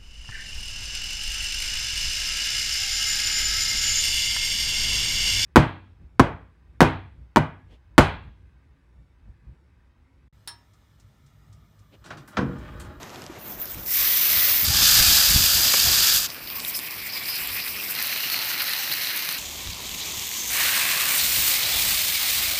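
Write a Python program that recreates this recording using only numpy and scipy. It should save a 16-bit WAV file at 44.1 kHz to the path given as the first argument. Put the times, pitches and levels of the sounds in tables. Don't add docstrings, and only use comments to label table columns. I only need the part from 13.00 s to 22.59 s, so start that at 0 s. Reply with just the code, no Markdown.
import sys
import numpy as np
from scipy import signal
from scipy.fft import rfft, irfft
from scipy.io import wavfile
from scipy.ndimage import uniform_filter1d

SR = 44100
rng = np.random.default_rng(int(sys.argv[2]) if len(sys.argv) > 2 else 0)


def waveform_to_disk(signal):
    frames = np.transpose(np.atleast_2d(signal))
    scaled = np.clip(frames, -1, 1) * 32767
    samples = np.round(scaled).astype(np.int16)
    wavfile.write(sys.argv[1], SR, samples)


N = 422919

# frequency in Hz, relative level in dB.
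STREAM_SPECTRUM = [(53, -32), (90, 2.5), (237, 3), (350, 3), (434, 0), (776, -1), (1840, -7), (2770, -10.5),
                   (5390, -15.5), (6690, -15), (9860, -29), (12200, -18), (15500, -33)]
WIND_SPECTRUM = [(8.8, -65), (15, -28), (54, 3), (75, 1), (134, -9), (173, -9), (221, -12), (262, -16.5),
                 (450, -24.5), (580, -48), (990, -120)]
# time in seconds, level in dB.
STREAM_LEVEL = [(0, -41.5), (.385, -43.5), (.86, -46.5), (2.94, -41.5), (3.27, -47.5), (7.4, -46.5),
                (8, -43.5), (9.59, -47.5)]
# time of the peak in seconds, level in dB.
MIC_GUSTS = [(.29, -52), (.56, -48), (.77, -39.5), (1.01, -41), (1.36, -38.5), (1.52, -45), (1.68, -27),
             (1.76, -32), (1.84, -31.5), (1.92, -34), (2.0, -26), (2.09, -27), (2.2, -39), (2.305, -27),
             (2.36, -24.5), (2.44, -35), (2.56, -32.5), (2.66, -41), (2.78, -48), (2.875, -27.5),
             (3.0, -40), (3.15, -39.5), (3.44, -52), (3.56, -51), (4.0, -52), (4.43, -50), (4.51, -43.5),
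             (4.73, -47), (6.36, -58), (6.57, -47), (6.67, -36.5), (7.18, -47), (7.5, -43.5), (7.66, -48),
             (8.04, -55), (8.39, -38), (8.76, -39), (9.38, -42), (9.48, -40)]
# start in seconds, thump peak in dB, pitch in Hz,
# slap peak in dB, cycles for the ring to fall 60 dB.
HAND_PATS = [(0.298, -31.5, 336, -40, 25), (1.699, -19, 106, -36, 8.4), (2.003, -19, 68, -31, 6.9),
             (2.11, -25, 75.4, -27, 8.2), (2.359, -10.5, 126, -29, 6.2), (2.739, -39, 113, -13.5, 7.5),
             (2.859, -28.5, 126, -22, 7.5), (6.687, -29, 76, -49, 9.5)]
# start in seconds, midrange peak in dB, treble peak in dB.
SALT_GRAINS = [(0.0298, -40, -47), (0.031, -28, -46), (0.0947, -35, -51), (0.1027, -29, -51),
               (0.1466, -34, -47), (0.159, -29, -47), (0.22, -29, -51), (0.2404, -31, -49),
               (0.2644, -29, -47)]
# start in seconds, decay time in seconds, pitch in Hz,
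# breadth (larger rings shorter), level in dB.
STEAM_SPURTS = [(3.737, 0.038, 5120, 500, -28), (4.124, 0.064, 4900, 500, -32),
                (4.278, 0.11, 5000, 500, -32.5), (5.228, 0.022, 2820, 400, -25),
                (5.311, 0.1, 4300, 400, -30), (6.995, 0.045, 4040, 500, -35),
                (7.354, 0.37, 6200, 500, -36.5), (7.58, 0.072, 2000, 600, -32),
                (8.177, 0.075, 4280, 500, -28), (8.626, 0.087, 4000, 400, -35),
                (8.722, 0.064, 3460, 500, -25)]
# start in seconds, ring peak in dB, crack level in dB, ring in Hz.
LOUD_SPITS = [(0.656, -27, -32, 5350), (0.7454, -34, -34, 2100), (2.2853, -11, -25, 4730),
              (3.0333, -10, -20, 4910), (3.302, -20, -37, 4540), (3.5015, -21, -34, 4770),
              (3.6492, -17, -28, 3780), (3.7519, -27, -34, 5180), (3.7903, -17, -30, 5100),
              (3.9086, -22, -30, 4920), (4.125, -23, -40, 4830), (4.2365, -28, -34, 4300),
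              (4.2568, -22, -34, 4750), (4.5701, -18, -37, 4870), (4.951, -23.5, -25.5, 4300),
              (5.0194, -14, -35, 4100), (5.0784, -20, -34, 4270), (5.3, -12, -26, 4300),
              (5.3904, -14, -30, 4320), (5.6045, -20, -31, 3830), (5.7346, -11, -26, 4120),
              (5.7908, -21, -36, 4080), (5.925, -14, -29, 4250), (6.0353, -18, -35, 4150),
              (6.2897, -12.5, -29, 3020), (6.386, -17, -39, 3670), (6.6733, -20, -46, 3880),
              (6.7322, -20, -43, 3950), (6.8928, -24, -35, 3370), (7.1956, -17, -37, 5990),
              (7.291, -22, -31, 6100), (7.7408, -22, -30, 2410), (9.1006, -20, -30, 3960)]
# start in seconds, typical bursts per second, size
# spread in dB, surge depth, trims in dB for big bubbles, small bubbles and spray, small spits per
# second, breeze level in dB.
MIC_POSITIONS = [(.385, 4200, 2, 6, -14, -11.5, 3.5, 3, -60),
                 (.86, 9500, 0.22, 0.5, -10.5, -9, 0.3, .3, -53.5),
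                 (1.648, 10420, 0.21, 0.4, -9, -1.5, -3, .2, -51), (3.27, 4950, 1, 4, -5, -6.5, 0, 30, -62),
                 (4.95, 5030, 1.3, 1.6, -3.5, -4, -4.5, 26, -64), (6.38, 5550, 1, 1, -4.5, -2, -2, 3, -52),
                 (7.5, 7880, 0.32, 0, -4, -6, -2.5, .4, -56), (8.18, 9870, 0, 0, -7, -3.5, -2, .1, -47.5)]
# frequency in Hz, relative level in dB.
OIL_TONE = [(290, -37), (500, -15), (815, -33), (1370, -14), (2970, -20), (3430, -21), (4440, -27),
            (5590, -22), (9650, -27), (12000, -12), (15500, -6)]
LAID_TONE = [(290, -46), (500, -18.5), (863, -20), (997, -11), (1490, -8), (2100, -0.5), (2720, -2.5),
             (4910, -1), (6180, -6.5), (6740, -16), (7670, -13), (8240, -17), (9790, -14.5), (13200, -2.5),
             (15500, -2)]
PRESSED_TONE = [(290, -62), (500, -26), (1030, -18), (1180, -12.5), (1750, -7), (1960, -14), (2690, -6),
                (4310, -6.5), (4840, 0.5), (5430, -7), (7340, -6.5), (9790, -14.5), (12700, -6.5),
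                (14800, -10.5), (15500, -12.5)]
TURNED_TONE = [(290, -17), (500, -18), (603, -45), (686, -18), (792, -18), (1130, -6), (1290, -10.5),
               (2460, 4), (3480, -6.5), (5050, -0.5), (6830, -17), (7450, -11), (9240, -12), (14000, -2),
               (15500, -4)]
BUTTER_TONE = [(290, -62), (500, -24.5), (666, -18), (901, -13.5), (1990, -1.5), (2840, -0.5), (3480, -5.5),
               (4130, 3), (5280, -6), (6180, -11.5), (6830, -21.5), (10800, -19), (12700, -10.5),
               (14200, -12), (15500, -15.5)]
FOAM_TONE = [(290, -53), (500, -32), (594, -22), (657, -28), (781, -13.5), (1030, -4.5), (1410, -15),
             (1720, -8.5), (2200, -1.5), (3380, 2.5), (5130, -3), (6640, -3.5), (10500, -17.5),
             (12900, -10), (15500, -14)]
BASTED_TONE = [(290, -46), (500, -17), (638, -13.5), (781, -16.5), (1150, -5.5), (1330, -7), (1820, -1),
               (2390, 0.5), (3100, -2), (4130, 0.5), (6640, -7.5), (8980, -7), (11100, -12), (14200, -5),
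               (15500, -8.5)]
FLIPPED_TONE = [(290, -42), (500, -17), (748, -12.5), (982, -12), (1130, -7.5), (1390, -7.5), (2330, 2.5),
                (3060, 0.5), (3380, -2), (4130, -0.5), (6740, -8.5), (8980, -9), (11300, -13.5),
                (13600, -7.5), (15500, -6)]
LAYER_BANDS = [
    [450, 800, 1200, 1700, 2400, 3300],
    [3300, 4200, 5300, 6500],
    [6500, 8500, 11000, 13000, 16500],
]
# time in seconds, base level in dB, tilt from bubbles towards spray.
FRYING_VIGOUR = [(.385, -53, -6), (.46, -40, 2.5), (.58, -44.5, 2), (.62, -36, 0.5), (.68, -37, -1),
                 (.83, -40, -3), (.87, -31, 6), (.942, -21, 3.5), (1.02, -19.5, 0.7), (1.516, -17.5, 0.5),
                 (1.64, -21, 2), (1.74, -21, -1), (1.84, -15, -0.7), (1.97, -14.5, -0.2), (2.545, -18, 0.5),
                 (3.169, -18, -0.7), (3.19, -22, 1.5), (3.259, -25, -.3), (3.275, -40.5, -3),
                 (3.42, -38.5, -0.5), (3.578, -34, 1), (4.1, -35.5, -2.5), (4.22, -34, -1),
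                 (4.3, -30.5, -1.5), (4.55, -31.5, -2), (4.94, -32, -1.2), (5, -27, 2.2), (5.364, -27, 1.5),
                 (6.32, -27.5, 2), (6.41, -34.5, 1), (6.78, -37.5, -1.5), (6.994, -32.5, 0.5),
                 (7.474, -30, 2.5), (7.53, -24, 1), (7.624, -21, -0.8), (7.98, -23, -0.8), (8.18, -20.5, 3),
                 (8.3, -21.5, 2), (8.49, -19, 3), (8.64, -24, -1.5), (8.84, -21, 2), (9, -22, 0.5),
                 (9.23, -23.5, 0), (9.31, -21.5, 1), (9.59, -25, 0)]
# time in seconds, lift of the small bubbles in dB, of the spray in dB.
FAT_FLARES = [(.53, 7, 4), (.61, 5, 4), (.66, 1, 3), (3.15, -1.3, 3), (3.301, 5, -1), (3.56, 4.5, 3),
              (3.685, -0.5, 10.5), (3.77, -4, 9), (4.07, 1, 2), (4.17, 5, 1), (4.29, 4, 1),
              (4.59, 3.5, 1.2), (4.69, -3, 0.5), (4.908, -2, 7), (5.24, 0, 1), (5.33, -2, 3.5),
              (5.41, 1, -1.5), (5.49, -0.5, 3), (5.61, 5, 0), (5.69, 5, 1), (5.735, 0, 0.5), (5.84, 0, 3),
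              (5.92, 5, 1), (6.02, 3, 2), (6.1, 3, -1.5), (7.02, 3.5, -3), (8.2, 2.5, -0.5)]

GUST_RISE_DB_PER_S, GUST_FALL_DB_PER_S, BREEZE_SWAY_DB = 302, 162, 2.5
FLARE_RISE_S, FLARE_FALL_S = 0.0097, 0.016
CROSSFADE_S, CUTOFF_HZ = 0.0045, 15730


def amp(db):
    return 10 ** (np.asarray(db) / 20)


def rms_one(x):
    return x / np.sqrt(np.mean(x ** 2) + 1e-20)


def at_peak(x, db):
    return amp(db) * x / np.abs(x).max()


def in_time(rows):
    times, *columns = np.transpose(rows)
    return [np.interp(np.arange(N) / SR, times, c) for c in columns]


def position_settings():
    table = np.array(MIC_POSITIONS)
    current = np.searchsorted(np.round(table[:, 0] * SR), np.arange(N), "right") - 1
    return table[np.maximum(current, 0), 1:].T


def drift(rate_hz, gain_db=None):
    pole = np.exp(-2 * np.pi * rate_hz * 40 / SR)
    noise = rng.standard_normal(N // 40 + 2002)
    slow = rms_one(signal.lfilter([1], [1, -2 * pole, pole * pole], noise)[2000:])
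    slow = slow if gain_db is None else amp(gain_db * slow)
    return np.interp(np.arange(N) / 40, np.arange(len(slow)), slow)


def shaped(x, spectrum, low=0., high=SR, size=4096):
    hz = np.maximum(np.arange(size // 2 + 1), .5) * SR / size
    points_hz, points_db = np.transpose(spectrum)
    gain = amp(np.interp(np.log(hz), np.log(points_hz), points_db))
    gain = gain / np.sqrt((1 + (low / hz) ** 14) * (1 + (hz / high) ** 14)) + 1e-7
    cepstrum = irfft(np.log(gain))
    cepstrum[1:size // 2] *= 2
    cepstrum[size // 2 + 1:] = 0
    impulse = irfft(np.exp(rfft(cepstrum)))
    return signal.oaconvolve(x, impulse)[:len(x)]


def filtered(x, hz, kind="band", order=2):
    return signal.sosfilt(signal.butter(order, hz, kind, fs=SR, output="sos"), x)


def ring(x, hz, t60):
    r, w = amp(-60 / (t60 * SR)), 2 * np.pi * hz / SR
    return signal.lfilter([0, np.sin(w)], [1, -2 * r * np.cos(w), r * r], x)


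def place(out, start_s, sound):
    at = round(start_s * SR)
    out[at:at + len(sound)] += sound


def stream():
    water = rng.standard_normal(N) * drift(13, 1.6)
    return amp(in_time(STREAM_LEVEL)[0]) * rms_one(shaped(water, STREAM_SPECTRUM))


def wind():
    rumble = shaped(rng.standard_normal(N), WIND_SPECTRUM, high=360, size=8192)
    rumble /= uniform_filter1d(rumble ** 2, size=SR // 16) ** 0.84
    t = np.arange(0, N, 40) / SR
    gust_power = np.zeros(len(t))
    for peak_s, peak_db in MIC_GUSTS:
        drop_db = np.maximum(GUST_RISE_DB_PER_S * (peak_s - t), GUST_FALL_DB_PER_S * (t - peak_s))
        gust_power += amp(peak_db - drop_db) ** 2
    breeze_db = uniform_filter1d(position_settings()[7], size=SR // 30)
    breeze = amp(breeze_db + BREEZE_SWAY_DB * drift(6))
    return np.sqrt(np.interp(np.arange(N) / SR, t, gust_power) + breeze ** 2) * rms_one(rumble)


def hand_pats():
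    out, t = np.zeros(N), np.arange(4000) / SR
    for start, thump_db, hz, slap_db, cycles in HAND_PATS:
        thump = ring(t * np.exp(-t * hz * 15), hz, cycles / hz)
        slap = filtered(rng.standard_normal(len(t)) * np.exp(-t / 0.0058), [400, 2100])
        place(out, start, at_peak(thump, thump_db) + at_peak(slap, slap_db))
    return out


def salt():
    out, t = np.zeros(N), np.arange(600) / SR
    for start, mid_db, treble_db in SALT_GRAINS:
        tick = rng.standard_normal(len(t)) * np.exp(-t / 0.00099)
        mid = filtered(tick, [2200, 7000])
        treble = filtered(tick, 7000, "high", order=4)
        place(out, start, at_peak(mid, mid_db) + at_peak(treble, treble_db))
    return out


def steam_spurts():
    out, t = np.zeros(N), np.arange(SR // 2) / SR
    for start, decay_s, hz, breadth, level_db in STEAM_SPURTS:
        swell = np.minimum(t / 0.011, 1) * np.exp(-(t / decay_s) ** 2)
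        jet = rms_one(ring(rng.standard_normal(len(t)), hz, t60=5.2 / breadth))
        place(out, start, amp(level_db) * swell * jet)
    return out


def small_spits(slot=400, spread_db=17.5, low_hz=2000, high_hz=4900):
    chance, offset, strength, pitch = rng.random((N // slot, 4)).T
    at = np.arange(len(chance)) * slot + (offset * (slot - 1)).astype(int)
    vigour_db = in_time(FRYING_VIGOUR)[0][at]
    ring_db = vigour_db - 2 + spread_db * (2 * strength - 1)
    crack_db = vigour_db - 7 + spread_db * (pitch - strength)
    hz = low_hz * (high_hz / low_hz) ** pitch
    per_s = position_settings()[6][at]
    fires = (chance < per_s * slot / SR) & (at > MIC_POSITIONS[0][0] * SR)
    return list(np.transpose([at / SR, ring_db, crack_db, hz])[fires])


def fat_spits():
    out, t = np.zeros(N + 600), np.arange(600) / SR
    for start, ring_db, crack_db, hz in list(LOUD_SPITS) + small_spits():
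        rough, fizz = rng.standard_normal((2, len(t)))
        body = ring(rough * np.exp(-t / .0007), hz, t60=.003)
        crack = filtered(fizz, [10500, 15500]) * np.exp(-t / .0012)
        crack /= np.std(crack[:90])
        place(out, start, at_peak(body, ring_db) + amp(crack_db) * crack)
    return filtered(out[:N] + 1e-18, 1300, "high")


def steam_vents(puff_db, rate_hz, count):
    white, out = rng.standard_normal((2, N)), np.zeros(N)
    edges = np.geomspace(2500, 18000, count + 1) - 2050
    for k, band in enumerate(zip(edges, edges[1:])):
        puff = drift(rate_hz, puff_db * (1 - 0.6 * k / count))
        out += puff * filtered(white[k % 2], band)
    return rms_one(out)


def fat_flares():
    t, out = np.arange(-4000, 4000) / SR, np.zeros((2, N))
    swell = np.exp(-.5 * (t / np.where(t < 0, FLARE_RISE_S, FLARE_FALL_S)) ** 2)
    for peak_s, *lift_db in FAT_FLARES:
        at = round(peak_s * SR) - len(t) // 2
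        out[:, at:at + len(t)] += np.outer(lift_db, swell)
    return out


def from_positions(bands, edges):
    tones = [OIL_TONE, LAID_TONE, PRESSED_TONE, TURNED_TONE,
             BUTTER_TONE, FOAM_TONE, BASTED_TONE, FLIPPED_TONE]
    starts = [round(row[0] * SR) for row in MIC_POSITIONS] + [N]
    layer, fade = np.zeros(N), round(CROSSFADE_S * SR)
    for tone, start, stop in zip(tones, starts, starts[1:]):
        at = np.arange(start, min(stop + fade, N))
        part = sum(shaped(band[at], tone, low, high, size=1024)
                   for band, low, high in zip(bands, edges, edges[1:]))
        ramp = np.minimum(at - start, stop + fade - at) / fade
        layer[at] += np.sqrt(np.clip(ramp, 0, 1)) * rms_one(part)
    return layer


def sizzle():
    per_s, spread_db, surge_depth, big_db, small_db, spray_db = position_settings()[:6]
    bubble_lift, spray_lift = fat_flares()
    vigour_db, tilt = in_time(FRYING_VIGOUR)
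    levels_db = vigour_db + np.array([big_db + .5 * bubble_lift - 0.91 * tilt,
                                      small_db + bubble_lift - 1.07 * tilt,
                                      spray_db + spray_lift + 0.42 * tilt])
    bursting = rng.random(N) < per_s * drift(70, 2.2) / SR
    bursts = bursting * amp(spread_db * np.minimum(rng.exponential(1, N), 5.2))
    bursts /= np.sqrt(uniform_filter1d(bursts ** 2, size=SR // 2) + 1e-9)
    shared_surge = 0.17 * drift(4.3) + 0.094 * drift(18)
    steam = steam_vents(puff_db=4.55, rate_hz=5.1, count=48)
    out = np.zeros(N)
    for edges, level_db in zip(LAYER_BANDS, levels_db):
        layer_surge, bands = 0.15 * drift(24), []
        for _ in edges[1:]:
            clicks = bursts * np.sign(rng.random(N) - .5)
            surge = shared_surge + layer_surge + 0.62 * drift(11)
            bands.append((clicks + 1.15 * steam) * amp(surge_depth * surge))
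        layer = from_positions(bands, edges)
        power = uniform_filter1d(layer ** 2, size=SR // 7) + 1e-9
        out += amp(level_db) * layer / power ** 0.49
    return out


def scene():
    cooking = sizzle() + fat_spits() + steam_spurts() + salt() + hand_pats()
    return np.tile(cooking + stream() + wind(), (2, 1))


def record(dry):
    rounded = 1.5 * np.tanh(dry / 1.5)
    return signal.sosfilt(signal.cheby2(30, 90, CUTOFF_HZ, fs=SR, output="sos"), rounded)


dry = scene()
out = record(dry)
waveform_to_disk(out)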